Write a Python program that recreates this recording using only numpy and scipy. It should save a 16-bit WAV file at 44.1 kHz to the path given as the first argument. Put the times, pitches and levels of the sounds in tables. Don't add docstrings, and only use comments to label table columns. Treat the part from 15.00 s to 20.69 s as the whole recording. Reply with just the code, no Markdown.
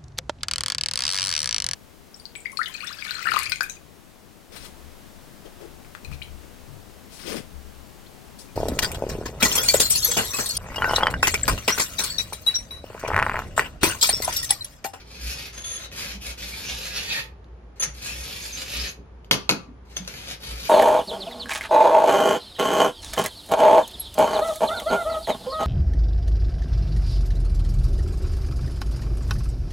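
import sys
import numpy as np
from scipy import signal
from scipy.fft import rfft, irfft
from scipy.io import wavfile
from scipy.ndimage import map_coordinates

SR = 44100
rng = np.random.default_rng(int(sys.argv[2]) if len(sys.argv) > 2 else 0)


def wrap_up_sound(samples):
    columns = np.atleast_2d(samples).T
    tamed = np.clip(columns, -1, 1)
    steps = np.round(tamed * 32767).astype(np.int16)
    wavfile.write(sys.argv[1], SR, steps)


N = 250968
TIME = np.arange(N) / SR
SIZE = 2 ** 19
FREQ = np.arange(SIZE // 2 + 1) * SR / SIZE

# time in seconds, place along the bar from 0 (far end) to 1 (near end).
JIG_PLACE = [(.25, 0.24), (.5, 0.44), (.8, 0.14), (1.6, 0.31), (1.9, 0.66), (2.25, 0.92), (2.75, 0.077),
             (3.25, 0.35), (3.8, 0.64), (4.3, 0.065)]
# time in seconds, drive of the crack in dB,
# drive of the bench thud in dB, drive of the plastic clack in dB, ring of the struck spot in Hz.
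JIG_KNOCKS = [(0.917, -31, -45, -60, 2570), (2.444, -50, -56, -86.5, 3690), (2.823, -21.5, -54, -58, 3530),
              (2.835, -37, -45, -33, 2570), (3.974, -60.5, -42, -70, 2500), (4.246, -40.5, -74, -73, 3050),
              (4.3117, 2.5, -25, -33, 3156), (4.3142, -7.5, -44, -31.5, 2240),
              (4.3269, -12, -35, -37, 3280), (4.3331, -8, -54, -31, 3890), (4.341, -12.5, -35, -35.5, 2770),
              (4.4930, 0, -23.5, -15, 4300), (4.499, -6, -37.5, -25, 2670), (4.512, -12, -37, -45, 4800),
              (4.523, -23, -36, -25, 2560), (4.969, -14, -66, -49, 3440), (5.05, -34.5, -69, -50, 3430),
              (5.078, -20.5, -70, -66, 4190)]
# pitch in Hz, relative level in dB,
# time to fade by 60 dB in seconds.
STEEL_MODES = [(586, -10, 0.18), (886, -10, 0.4), (1170, -18.5, 0.78), (1284, -18, 0.45),
               (1420, -14.5, 0.35), (1770, -21, 0.25), (2197, 5, 0.11), (2565, 1, 0.17),
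               (2614, 10.5, 0.039), (2790, -2.5, 0.045), (3300, -6.5, 0.2), (4370, 1.5, 0.13),
               (4670, -1.5, 0.14), (4910, -4.5, 0.1), (5200, -14, 0.14), (5580, -7, 0.051)]
# pitch in Hz, relative level in dB, time to fade by 60 dB in seconds.
WOOD_MODES = [(134, 5, 0.16), (154, 2, 0.074), (185, -5.5, 0.3), (203.3, -10, 0.38), (239.6, -9, 0.12),
              (291, 5, 0.16), (380, -9.5, 0.16), (444.7, 2, 0.1), (544, 5, 0.061)]


def undb(db):
    return 10 ** (np.asarray(db) / 20)


def unit(x):
    return x / np.sqrt(np.mean(x ** 2))


def curves(rows):
    s, *columns = np.transpose(rows)
    return [np.interp(TIME, s, c) for c in columns]


def band(x, hz, kind, order=4):
    return signal.sosfilt(signal.butter(order, hz, kind, fs=SR, output="sos"), x)


def colour(x, points):
    hz, db = np.transpose(points)
    log_gain = np.log(undb(np.interp(np.log(FREQ + 1), np.log(hz), db)))
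    cepstrum = irfft(log_gain)
    response = np.exp(rfft(2 * cepstrum[:SIZE // 2], SIZE) - cepstrum[0])
    return irfft(rfft(x, SIZE) * response)[..., :N]


def convolve(x, response):
    return signal.fftconvolve(x, response)[:N]


def walk(rate):
    return unit(map_coordinates(rng.standard_normal(8192), [TIME * rate], order=1, mode="wrap"))


def wavering_sine(hz):
    return np.sin(2 * np.pi * np.cumsum(hz) / SR)


def ring(modes):
    t = TIME[:SR]
    out = 0
    for hz, db, t60 in modes:
        out = out + rng.choice([-1, 1]) * undb(db - 60 * t / t60) * np.sin(2 * np.pi * hz * t)
    return out


def fade(t60):
    return np.exp(-np.log(1000) * TIME[:SR] / t60)


def blows(times, db):
    out = np.zeros(N)
    np.add.at(out, (np.asarray(times) * SR).astype(int), undb(db))
    return out


def catches(rate, spread_db):
    fired = rng.random(N) < rate / SR
    sizes = rng.standard_normal(N) * undb(spread_db * rng.standard_normal(N))
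    return unit(fired * sizes / np.sqrt(rate))


def touch(start, length, attack_s=0.0011, release_s=0.00077):
    onset = np.clip((TIME - start) / attack_s, 0, 1)
    return onset * np.exp(-np.maximum(TIME - start - length, 0) / release_s)


def workshop(x, room_db, low_t60=0.27, high_t60=0.033, lead_s=0.00013, pan_db=0.5, count=1):
    shifts_per_s = 16
    side = 1 - 2 * curves(JIG_PLACE)[0]
    steps = TIME * shifts_per_s - np.arange(count)[:, None]
    apart = np.abs((steps + count / 2) % count - count / 2)
    shares = x * np.sqrt(np.maximum(1 - apart, 0)) if count > 1 else [x]
    low_fade, high_fade = fade(low_t60), fade(high_t60)
    out = []
    for sign in (1, -1):
        heard = map_coordinates(x, [np.arange(N) + sign * side * lead_s * SR / 2], order=3)
        for share in shares:
            echoes = rng.standard_normal(SR)
            lows = band(echoes, 1900, "low", order=1)
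            tail = lows * low_fade + (echoes - lows) * high_fade
            tail = unit(tail * (TIME[:SR] > .002)) / np.sqrt(SR)
            heard = heard + undb(room_db) * convolve(share, tail[:SR // 2])
        out.append(heard * undb(sign * side * pan_db / 2))
    return np.array(out) / np.sqrt(1 + undb(2 * room_db))


def swell(start, length, attack_s, release_s):
    rise = np.clip((TIME - start) / attack_s, 0, 1)
    fall = np.clip((start + length - TIME) / release_s, 0, 1)
    return np.sin(np.pi / 2 * rise) * np.sin(np.pi / 2 * fall)


def effort(long_db=1.5, sway_db=.6, rub_attack_s=0.12, rub_release_s=0.1, lift_s=0.025):
    # start in seconds, length in seconds, relative level in dB,
    # relative level of the fine hiss in dB.
    rubs = [(-.04, 0.065, -28.5, -53), (0.039, 0.32, -43.5, -63), (0.193, 0.16, -33.5, -45),
            (0.293, 0.22, -35.5, -54), (0.906, .26, -34.5, -53), (1.193, 0.15, -34.5, -50),
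            (5.042, 0.24, -40, -59.5), (5.231, 0.13, -32, -51.5), (5.392, 0.21, -36.5, -54.5),
            (5.555, 0.19, -36.5, -53)]
    # time in seconds, relative bite of the file in dB.
    long_bites = [
        [(1.37, -41.5), (1.424, -36.5), (1.506, -41.5), (1.526, -37.5), (1.608, -39), (1.678, -32.5),
         (1.8, -38.5), (1.9, -37), (1.98, -32.5), (2.03, -33), (2.07, -36.5), (2.106, -31), (2.204, -32),
         (2.27, -79)],
        [(2.93, -57), (2.99, -46.5), (3.02, -41), (3.13, -38), (3.225, -42.5), (3.312, -37.5), (3.486, -43),
         (3.574, -33), (3.652, -41), (3.76, -32), (3.896, -34.5), (3.94, -94)],
    ]
    # time in seconds, relative level in dB.
    long_hisses = [
        [(1.37, -53), (1.396, -55.5), (1.776, -52.5), (2.122, -54.5), (2.146, -49), (2.236, -62), (2.27, -73)],
        [(2.93, -71), (3.048, -53), (3.612, -53), (3.65, -56), (3.73, -48.5), (3.91, -55.5), (3.94, -86)],
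    ]
    power = 0
    for s, length, *db in rubs:
        power = power + np.outer(undb(db), swell(s, length, rub_attack_s, rub_release_s)) ** 2
    for bite, hiss in zip(long_bites, long_hisses):
        start, end = bite[0][0], bite[-1][0]
        levels = undb(long_db) * undb(curves(bite) + curves(hiss))
        power = power + (levels * swell(start, end - start, lift_s, lift_s)) ** 2
    return np.sqrt(power) * undb(sway_db * walk(24.38))


def end_echo(x, far_s=0.00115, near_s=0.000595, echo_db=-11, above_hz=4200):
    delay = np.interp(curves(JIG_PLACE)[0], [0, 1], [far_s, near_s])
    short_waves = band(x, above_hz, "high", order=2)
    echo = map_coordinates(short_waves, [np.arange(N) - delay * SR], order=1)
    return unit(x + undb(echo_db) * echo)


def patchy(x, depth_db=1.5, rate=14, count=28):
    centres = np.log(np.geomspace(300, 14000, count))
    spectrum, log_freq = rfft(x, SIZE), np.log(FREQ + 1)
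    out = 0
    for pick in np.eye(count):
        one_band = irfft(spectrum * np.interp(log_freq, centres, pick))[:N]
        out = out + one_band * undb(depth_db * walk(rate))
    return unit(out)


def rasp(gain_db=2.0, hiss_db=20.0, body_db=-5, body_slope=0.29, usual_db=-36, steel_db=-15.5,
         wood_db=-15, overhang_db=3.5, judder_db=2.0, chatter_db=1.58, slow_rate=2500, fast_rate=5000):
    # frequency in Hz, relative level in dB.
    rasp_outline = [(100, -18.5), (300, -12.5), (520, 4.5), (700, -2.5), (1050, -7.5), (1700, -3),
                    (2150, -2.5), (2600, -1.5), (3500, -0.5), (5000, -1), (6500, -6), (8000, -7),
                    (10000, -14), (12500, -17), (14000, -18), (16000, -68)]
    overhang_hz = [2440, 2730]
    place = curves(JIG_PLACE)[0]
    teeth = catches(slow_rate + fast_rate * place, spread_db=1.0)
    teeth = teeth * undb(judder_db * walk(70) + chatter_db * walk(350))
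    bite, hiss = effort() * undb(gain_db)
    cut = end_echo(colour(teeth, rasp_outline))
    cut = cut + undb(wood_db) * unit(convolve(teeth, ring(WOOD_MODES)))
    hollow = undb(overhang_db) * place
    cut = (cut + hollow * band(cut, overhang_hz, "band", order=1)) / (1 + hollow / 4)
    cut = patchy(cut)
    lows = signal.sosfiltfilt(signal.butter(2, 1200, fs=SR, output="sos"), cut)
    highs = signal.sosfiltfilt(signal.butter(2, 7000, "high", fs=SR, output="sos"), cut)
    lightness_db = np.minimum(usual_db - 20 * np.log10(bite + 1e-9), 20)
    tone = cut - lows - highs + lows * undb(body_db + body_slope * lightness_db)
    bar = ring(STEEL_MODES)
    ringing = convolve(teeth * bite, bar / np.linalg.norm(bar))
    return tone * bite + undb(hiss_db) * highs * hiss + undb(steel_db) * ringing


def bench(rock_hz=60.4, waver_hz=2, swing_s=0.042, shake_db=-14, rest_db=-56, rumble_db=-11,
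          reach_db=-9, wood_db=-4, width=.2):
    # time of the widest swing in seconds, level in dB.
    pushes = [(.27, -33), (1.17, -39), (1.3, -36.5), (1.76, -40), (3.21, -35.5), (3.82, -34.5), (5.54, -34)]
    bite, _ = effort()
    bite = bite * undb(reach_db * curves(JIG_PLACE)[0])
    swing = undb(shake_db) * bite * walk(17)
    for s, db in pushes:
        swing = swing + undb(db) * np.exp(-((TIME - s) / swing_s) ** 2 / 2)
    rocking = unit(wavering_sine(rock_hz + waver_hz * walk(22.3)))
    mid, side = unit(band(rng.standard_normal((2, N)), [105, 250], "band", order=2))
    wood = unit(convolve(rng.standard_normal(N), ring(WOOD_MODES[:4])))
    boards = unit(mid + undb(wood_db) * wood) + width * np.outer([1, -1], side)
    return rocking * swing + boards * np.hypot(undb(rest_db), undb(rumble_db) * bite)


def hum(hum_hz=57.9, waver_hz=2, hum_db=-47, flutter_db=3):
    return unit(wavering_sine(hum_hz + waver_hz * walk(22))) * undb(hum_db + flutter_db * walk(15))


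def air(level_db=-50.5, wide_hz=700, low_hz=75):
    # frequency in Hz, relative level in dB.
    air_outline = [(15, -31.5), (25, 15), (107, -11.5), (233, -34.5), (384, -17.5), (588, -26.5),
                   (879, -27.5), (1050, -30), (7400, -57.5), (7980, -73.5), (10000, -57), (13000, -94),
                   (22000, -120)]
    mid, side = colour(rng.standard_normal((2, N)), air_outline)
    both = mid + np.outer([1, -1], band(side, wide_hz, "high", order=1))
    return unit(band(both, low_hz, "high")) * undb(level_db)


def screeches(width=0.077):
    # start in seconds, length in seconds, level in dB, pitch in Hz.
    flares = [(0.287, 0.058, -44, 2730), (0.565, 0.031, -44, 3300), (0.636, 0.014, -36.5, 3400),
              (0.661, 0.047, -41, 3460), (0.739, 0.038, -42, 3450), (0.803, 0.06, -44, 3800),
              (0.957, 0.023, -45, 1630), (1.056, 0.046, -47, 2540), (1.22, 0.074, -49, 2550),
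              (1.52, 0.022, -36.5, 2290), (1.653, 0.035, -41, 2880), (1.658, .05, -39, 6100),
              (1.985, 0.018, -32.5, 2780), (2.099, 0.0083, -27, 3840), (2.1, 0.028, -30, 2520),
              (2.132, 0.057, -37, 1835), (2.194, 0.0083, -40, 2500), (2.8, 0.017, -38, 3410),
              (3.076, 0.05, -41, 2580), (3.18, 0.068, -50, 2490), (3.413, 0.016, -38, 6300),
              (3.521, 0.032, -35.5, 6260), (3.75, 0.015, -35, 3400), (3.785, 0.024, -34, 5100),
              (3.83, 0.03, -52, 2380), (3.838, 0.043, -45, 1816), (3.871, 0.019, -35, 6420),
              (4.96, 0.0059, -40, 3330)]
    teeth = catches(4000, spread_db=3.5)
    edges = 1 + width * np.array([-.5, .5])
    out = np.zeros(N)
    for s, length, db, hz in flares:
        tone = unit(band(teeth, hz * edges, "band", order=2))
        out += touch(s, length, attack_s=0.0029, release_s=0.0074) * undb(db) * tone
    return out


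def squeal(modes, waver, flutter_db):
    out = 0
    for hz, db in modes:
        strength = undb(db + flutter_db * walk(120))
        out = out + strength * wavering_sine(hz * (1 + waver * walk(250)))
    return unit(out)


def skids(shrill_from_db=-33.5, shrill_growth=0.51):
    # start in seconds, length in seconds,
    # scrape level in dB, squeal level in dB.
    slides = [(0.527, 0.056, -43.5, -49), (0.577, 0.048, -44.5, -42.5), (0.638, 0.13, -40.5, -34),
              (0.773, 0.087, -41.5, -49), (2.758, 0.03, -56.5, -83), (2.797, 0.015, -32.5, -25),
              (2.823, 0.015, -24.5, -27.5), (4.851, 0.043, -60, -86.5), (4.896, 0.15, -51, -80),
              (4.965, 0.0033, -27.5, -32.5), (5.075, 0.0039, -32.5, -34)]
    # pitch in Hz, relative level in dB.
    usual_modes = [(6480, 2), (6580, 3), (10490, -3), (13020, -23.5)]
    # pitch in Hz, relative level in dB.
    shrill_modes = [(5850, 12.5), (6200, 17), (6640, 11.5), (9210, 15), (13100, -3.5)]
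    # frequency in Hz, relative level in dB.
    scrape_outline = [(100, -8.5), (500, 7), (1050, -2), (1800, 7.5), (3500, 4.5), (5000, 6.5), (6400, -7),
                      (7600, 7), (10500, -21.5), (12000, -7.5), (16000, -14)]
    scrape = unit(colour(catches(3000, spread_db=2.5), scrape_outline))
    usual = squeal(usual_modes, waver=0.004, flutter_db=2)
    shrill = squeal(shrill_modes, waver=0.01, flutter_db=3)
    out = np.zeros(N)
    for s, length, db, squeal_db in slides:
        shrill_db = db + shrill_growth * (db - shrill_from_db)
        sound = undb(db) * scrape + undb(squeal_db) * usual + undb(shrill_db) * shrill
        out += touch(s, length) * sound
    return out


def knocks(contact_t60=0.0029, rattle_t60=0.025, tick_db=1, contact_db=-7, rattle_db=-17, dull_hz=7500,
           steel_db=-35):
    # frequency in Hz, relative level in dB.
    crack_outline = [(80, -3.5), (250, 9.5), (520, 6.5), (800, 2.5), (1000, 5), (1400, 8.5), (1900, 0),
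                     (2500, -9), (3200, 5.5), (4500, 11.5), (6500, 9), (8500, 1.5), (12000, -2),
                     (16000, -6)]
    s, force_db, *_ = np.transpose(JIG_KNOCKS)
    force = blows(s, force_db)
    contact = rng.choice([-1, 1], N) * convolve(force, fade(contact_t60))
    rattle = rng.standard_normal(N) * convolve(force, fade(rattle_t60))
    clatter = undb(contact_db) * contact + undb(rattle_db) * rattle
    clatter = band(clatter, dull_hz, "low", order=1)
    crack = colour(undb(tick_db) * force + clatter, crack_outline)
    return crack + undb(steel_db) * convolve(force, ring(STEEL_MODES))


def thuds(swell_s=0.015, bump_width=0.22, boards_db=-3, boards_t60=0.27):
    # time in seconds, drive in dB, pitch in Hz.
    bumps = [(1.124, -31.5, 198), (2.851, -32.5, 153), (4.655, -31.5, 245), (4.975, -26, 175)]
    boards_hz = [140, 397]
    s, _, thud_db, _, _ = np.transpose(JIG_KNOCKS)
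    edges = 1 + bump_width * np.array([-.5, .5])
    force = blows(s, thud_db)
    for at, db, hz in bumps:
        force = force + band(blows([at], [db]), hz * edges, "band", order=2)
    boards = unit(band(rng.standard_normal(SR), boards_hz, "band", order=2))
    boards = undb(boards_db) * boards * fade(boards_t60)
    onset = 1 - np.exp(-TIME[:SR] / swell_s)
    return convolve(force, (ring(WOOD_MODES) + boards) * onset)


def clack(spot_db=3, spot_t60=0.0053):
    # pitch in Hz, relative level in dB,
    # time to fade by 60 dB in seconds.
    jig_modes = [(565, 0, 0.012), (830, 1.5, 0.0051), (1330, 0, 0.013), (1930, -12, 0.011),
                 (2500, 2.5, 0.034)]
    s, _, _, clack_db, _ = np.transpose(JIG_KNOCKS)
    out = convolve(blows(s, clack_db), ring(jig_modes))
    for at, db, _, _, hz in JIG_KNOCKS:
        start = int(at * SR)
        out[start:start + SR] += ring([(hz, db + spot_db, spot_t60)])[:N - start]
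    return out


def scene():
    filing = workshop(rasp(), room_db=2, low_t60=0.25, high_t60=0.16, pan_db=2.5, count=9)
    background = bench() + hum() + air()
    skidding = workshop(skids() + screeches(), room_db=3.0, low_t60=0.25, high_t60=0.078, pan_db=2.5)
    cracking = workshop(knocks(), room_db=-1.5, low_t60=0.28, high_t60=0.13, pan_db=4.0, count=4)
    thudding = workshop(thuds(), room_db=-15.5, pan_db=-1.0)
    clacking = workshop(clack(), room_db=-13, pan_db=1.5)
    return filing + background + skidding + cracking + thudding + clacking


def record(dry):
    # frequency in Hz, phase by which left leads in radians.
    treble_phase = [(7500, -3.14), (8800, -3.14), (11000, -6.28), (13000, -6.28), (14500, -9.42)]
    top_hz = 15800
    left, right = rfft(dry, SIZE)
    shared = np.pi / 4 * (1 + np.tanh((FREQ - 7300) / 300))
    turned = left * np.exp(-1j * np.interp(FREQ, *np.transpose(treble_phase)))
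    stereo = irfft([left, np.cos(shared) * right + np.sin(shared) * turned])[:, :N]
    return signal.sosfilt(signal.ellip(8, .2, 70, top_hz, fs=SR, output="sos"), np.tanh(stereo))


dry = scene()
out = record(dry)
wrap_up_sound(out)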